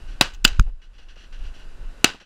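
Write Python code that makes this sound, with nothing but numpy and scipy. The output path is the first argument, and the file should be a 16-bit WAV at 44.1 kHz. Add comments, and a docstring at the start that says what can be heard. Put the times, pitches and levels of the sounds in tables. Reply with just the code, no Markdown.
"""Three shotgun blasts over a marsh, heard from a small camera in a housing that the hunter wears.
Two come from a gun alongside; between them the hunter fires, the action cycles and the recoil jolts
the camera. Each blast, a shock front and a roar of gas, overloads the microphone and rings the housing.
Thin echoes return from the far shore and clothing scuffs, over low wind rumble and a faint hiss of air."""
import sys
import numpy as np
from scipy import signal
from scipy.fft import rfft, irfft, next_fast_len
from scipy.io import wavfile

SR = 44100
rng = np.random.default_rng(int(sys.argv[2]) if len(sys.argv) > 2 else 0)


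def int16_out(signal):
    """Quantize to a 16-bit WAV file."""
    q = np.round(np.clip(np.atleast_2d(signal).T, -1, 1) * 32767)
    wavfile.write(sys.argv[1], SR, q.astype(np.int16))


N = 99225
TIME = np.arange(N) / SR


def from_db(db):
    """Decibels to gain."""
    return 10 ** (np.asarray(db) / 20)


def fader(rows):
    """A gain ride through (t/s, level/dB) points."""
    return from_db(np.interp(TIME, *np.transpose(rows)))


def flutter(depth_db, rate_hz):
    """A gain that wavers at random."""
    slow = signal.sosfilt(signal.butter(2, rate_hz, fs=SR, output="sos"), rng.standard_normal(N))
    return from_db(depth_db * slow / slow.std())


def burst(start, t60, hold=0, attack=1 / SR):
    """Noise with an attack, a hold and a decay, all in seconds."""
    age = TIME - start
    decay = from_db(-60 * np.maximum(age - hold, 0) / t60)
    return rng.standard_normal(N) * np.clip(age / attack, 0, 1) * decay


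# resonances of the camera housing: f/Hz, width/Hz, boost/dB
HOUSING_PEAKS = [(1506, 140, 6), (2250, 270, -3), (2635, 160, 6.5), (2880, 260, 8), (3923, 180, 5),
                 (4810, 120, 5), (7320, 190, 4.5)]

def equalise(x, curve, housed=True):
    """Unit-power EQ along an (f/Hz, level/dB) curve, with the housing's ring added if housed."""
    size = next_fast_len(2 * N) // 2 * 2
    hz = np.arange(size // 2 + 1) * SR / size
    curve_hz, curve_db = np.transpose(curve)
    db = np.interp(np.log(hz + 1), np.log(curve_hz), curve_db)
    if housed:
        db += sum(boost / (1 + (2 * (hz - f) / width) ** 2) for f, width, boost in HOUSING_PEAKS)
    gain = from_db(db)
    cepstrum = irfft(np.log(gain / np.sqrt(np.mean(gain ** 2))))
    # minimum phase: nothing rings ahead of a hit
    cepstrum[1:size // 2] *= 2
    cepstrum[size // 2 + 1:] = 0
    return irfft(rfft(x, size) * np.exp(rfft(cepstrum)))[:N]


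# sub-heavy tone of the wind: f/Hz, level/dB
WIND_EQ = [(8, -11), (18, 2.5), (32, 1), (55, -17), (90, -29.5), (180, -45.5), (500, -71), (2000, -100)]
# swells of the rumble: t/s, level/dB
WIND_RIDE = [(0, -26), (.12, -30.5), (.3, -36), (.42, -26.5), (.52, -21), (.57, -28), (.63, -17.5),
             (.71, -26.5), (.83, -44.5), (1.0, -36), (1.25, -40), (1.48, -25.5), (1.56, -37.5),
             (1.82, -30.5), (1.95, -34.5), (2.12, -42.5), (2.25, -58.5)]

def wind():
    """Slow buffeting on the microphone makes a low rumble."""
    return fader(WIND_RIDE) * equalise(rng.standard_normal(N), WIND_EQ, housed=False)


# soft tone of the open air: f/Hz, level/dB
AIR_EQ = [(90, 7), (200, 4), (400, 1), (900, -3.5), (1600, -4.5), (3000, -12), (5500, -16.5), (9000, -22),
          (12500, -28.5), (15500, -55)]
# the hiss dips after the shots and swells back before the last: t/s, level/dB
AIR_RIDE = [(0, -50.5), (.19, -51), (.4, -59.5), (.62, -57.5), (.69, -64), (.75, -65.5), (.9, -63.5),
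            (1.15, -59.5), (1.45, -52.5), (1.8, -52.5), (2.04, -51), (2.12, -51.5), (2.25, -75)]

def air():
    """A faint, slightly gusty bed of open-air hiss."""
    hiss = equalise(rng.standard_normal(N), AIR_EQ)
    return fader(AIR_RIDE) * flutter(depth_db=0.5, rate_hz=25) * hiss


# returns from reeds and shore, one ahead of the first blast: t/s, level/dB, hold/s
ECHO_CUES = [(0.816, -56.5, .027), (0.932, -61.5, 0.035), (0.98, -52.5, 0.016), (1.024, -58.5, 0.0099),
             (1.084, -52, 0.025), (1.156, -54, 0.0037), (1.174, -52.5, .07), (1.323, -49.5, 0.023),
             (1.382, -58.5, 0.044), (1.437, -52, 0.034), (1.537, -51.5, 0.027), (1.577, -56, 0.049),
             (0.076, -54, 0.06), (2.199, -48, 0.011)]
# thin upper-mid tone of the returns: f/Hz, level/dB
ECHO_EQ = [(200, -12.5), (900, -10), (1700, 1.5), (2200, -3), (2700, -1.5), (3450, 0), (3750, -11),
           (4250, -2), (5100, -12), (5800, -3.5), (6500, -16), (11000, -31), (15000, -48.5)]

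def echoes():
    """Reports come back thin and smeared from reed beds and the tree line."""
    returns = sum(from_db(db) * burst(t, t60=0.17, hold=hold, attack=0.0022)
                  for t, db, hold in ECHO_CUES)
    return equalise(returns, ECHO_EQ)


# shots, the second the hunter's own:
# t/s, crack/dB, pressure pulse/dB, pulse length/s, gas roar/dB, reflection/dB, tail/dB, tail t60/s
SHOT_CUES = [(0.2108, 15, -7, .0008, -0.5, -14.5, -21.5, 0.23),
             (0.4495, 20, -14, 0.00058, 3, -26, -30.5, 0.35),
             (2.0437, 16.5, -8, 0.00055, 2, -17.5, -22.5, 0.25)]
# tone of the blast, one curve a shot: f/Hz, level/dB
SHOT_EQS = [
    [(40, -11.5), (130, -0.5), (320, 1), (480, -2.5), (750, -2.5), (1080, 4.5), (1500, -9), (2000, -1),
     (2800, -5.5), (4000, -1.5), (5700, -14), (8500, -15.5), (15000, -27)],
    [(40, -8.5), (240, 2.5), (600, -9), (780, -4), (1450, 0), (1900, -7), (2500, -3.5), (3100, 3),
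     (4300, -6), (4900, 0), (5800, -13), (7500, -9), (15000, -29)],
    [(40, -12), (300, 2.5), (500, -3), (700, 1), (950, -10.5), (1300, -0.5), (1600, -4.5), (2400, -1.5),
     (3900, 1), (5200, -12.5), (7000, -2), (15000, -40)],
]
# tone of the scatter off the marsh: f/Hz, level/dB
TAIL_EQ = [(50, -0.5), (120, -1), (300, -2), (700, -3), (1300, 0), (2200, -0.5), (4500, -5.5),
           (6200, -10.5), (8000, -17.5), (15000, -42)]

def blasts():
    """A shock front with suction behind it, a short roar of gas, its reflection, and marsh scatter."""
    direct, tails = 0, 0
    highpass = signal.butter(2, 5500, "high", fs=SR, output="sos")
    for cue, shot_eq in zip(SHOT_CUES, SHOT_EQS):
        t, crack_db, pulse_db, pulse_s, roar_db, reflection_db, tail_db, tail_t60 = cue
        front = (TIME >= t) * 1.0
        crack = from_db(crack_db) * np.diff(front, prepend=0)
        phase = np.maximum(TIME - t, 0) / pulse_s
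        pulse = from_db(pulse_db) * front * (1 - phase) * np.exp(-phase)
        roar = from_db(roar_db) * burst(t, t60=0.012, hold=0.0014, attack=0.0005)
        reflection = from_db(reflection_db) * burst(t + 0.0065, t60=0.044)
        direct += equalise(roar + reflection - (crack + pulse), shot_eq)
        sizzle = from_db(-5.5) * signal.sosfilt(highpass, burst(t, t60=0.16, attack=0.012))
        wash = burst(t, t60=tail_t60, attack=0.012)
        tails += from_db(tail_db) * (wash + sizzle)
    scatter = flutter(depth_db=3, rate_hz=450)  # separate returns within the tail
    return direct + equalise(tails * scatter, TAIL_EQ)


# clacks of the guns' moving parts: t/s, level/dB, t60/s
CLACK_CUES = [(0.336, -42.5, .04), (.3465, -42.5, 0.035), (0.4449, -15.5, 0.043), (0.477, -21.5, 0.034),
              (0.602, -43, .012), (.6095, -43, 0.0084), (0.6262, -47.5, 0.0049), (2.166, -56, 0.012)]
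# bright, metallic tone of the action: f/Hz, level/dB
CLACK_EQ = [(200, -15.5), (1200, -10), (2900, 2), (5000, -1), (7000, 2), (9000, -18), (15000, -16.5)]

def gun_actions():
    """Bolt and lock snap home in short, bright rattles."""
    clacks = sum(from_db(db) * burst(t, t60) for t, db, t60 in CLACK_CUES)
    return equalise(clacks, CLACK_EQ)


# modes of the camera mount: f/Hz, level/dB, t60/s
MOUNT_MODES = [(182, -18, 0.063), (1378, 0, 0.0076), (2470, -12.5, 0.0094), (6370, -20.5, 0.0097)]
# tone of the grit on the knock: f/Hz, level/dB
GRIT_EQ = [(200, 2.5), (1400, -2.5), (3000, 4), (6500, 0.5), (10000, -14.5), (15000, -13.5)]

def mount_knock():
    """At the crest of the recoil the mount knocks: a tight ring with a gritty edge."""
    start_s, attack_s = 0.5955, 0.0015
    age = np.maximum(TIME - start_s, 0)
    ring = sum(np.sin(2 * np.pi * hz * age) * from_db(db - 60 * age / t60)
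               for hz, db, t60 in MOUNT_MODES)
    grit = equalise(burst(start_s, t60=0.006, hold=attack_s, attack=attack_s), GRIT_EQ, housed=False)
    return ring * np.minimum(age / attack_s, 1) + from_db(-20) * grit


# shoves on the camera, from recoil and then from lowering the gun: t/s, level/dB
JOLT_CUES = [(0.5963, -2), (1.799, -31.5)]

def jolts():
    """Each shove moves the camera and it swings back, making a low thump."""
    shove_width_s, rebound_width_s, rebound_delay_s = 0.0023, 0.004, 0.013
    thumps = 0
    for t, db in JOLT_CUES:
        shove = np.exp(-0.5 * ((TIME - t) / shove_width_s) ** 2)
        rebound = from_db(-0.5) * np.exp(-0.5 * ((TIME - t - rebound_delay_s) / rebound_width_s) ** 2)
        thumps += from_db(db) * (shove - rebound)
    return thumps


# brushes of clothing and stock: t/s, level/dB, hold/s
SCUFF_CUES = [(0.663, -53.5, 0.034), (0.989, -53.5, .004), (1.164, -51, 0.0033), (1.794, -54, 0.058),
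              (2.145, -41, 0.0027), (2.209, -54, 0.017)]
# muffled tone of the handling: f/Hz, level/dB
SCUFF_EQ = [(100, -1), (320, 2), (550, 0), (800, -0.5), (1500, -10.5), (3000, -18.5), (7000, -33),
            (15000, -42)]

def scuffs():
    """Sleeve and stock brush dully as the gun is moved."""
    brushes = sum(from_db(db) * burst(t, t60=0.047, hold=hold, attack=0.00084)
                  for t, db, hold in SCUFF_CUES)
    return equalise(brushes, SCUFF_EQ)


def scene():
    """Guns, handling and ambience, mixed in mono at one microphone."""
    guns = blasts() + gun_actions() + echoes()
    handling = scuffs() + mount_knock() + jolts()
    ambience = wind() + air()
    return (guns + handling + ambience)[None]


def record(dry):
    """The blasts clip flat in the overloaded microphone; a steep low-pass takes off the top."""
    cutoff_hz = 15700
    lowpass = signal.ellip(10, 0.1, 70, cutoff_hz, fs=SR, output="sos")
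    return signal.sosfilt(lowpass, np.clip(dry, -1, 1))


dry = scene()
out = record(dry)
int16_out(out)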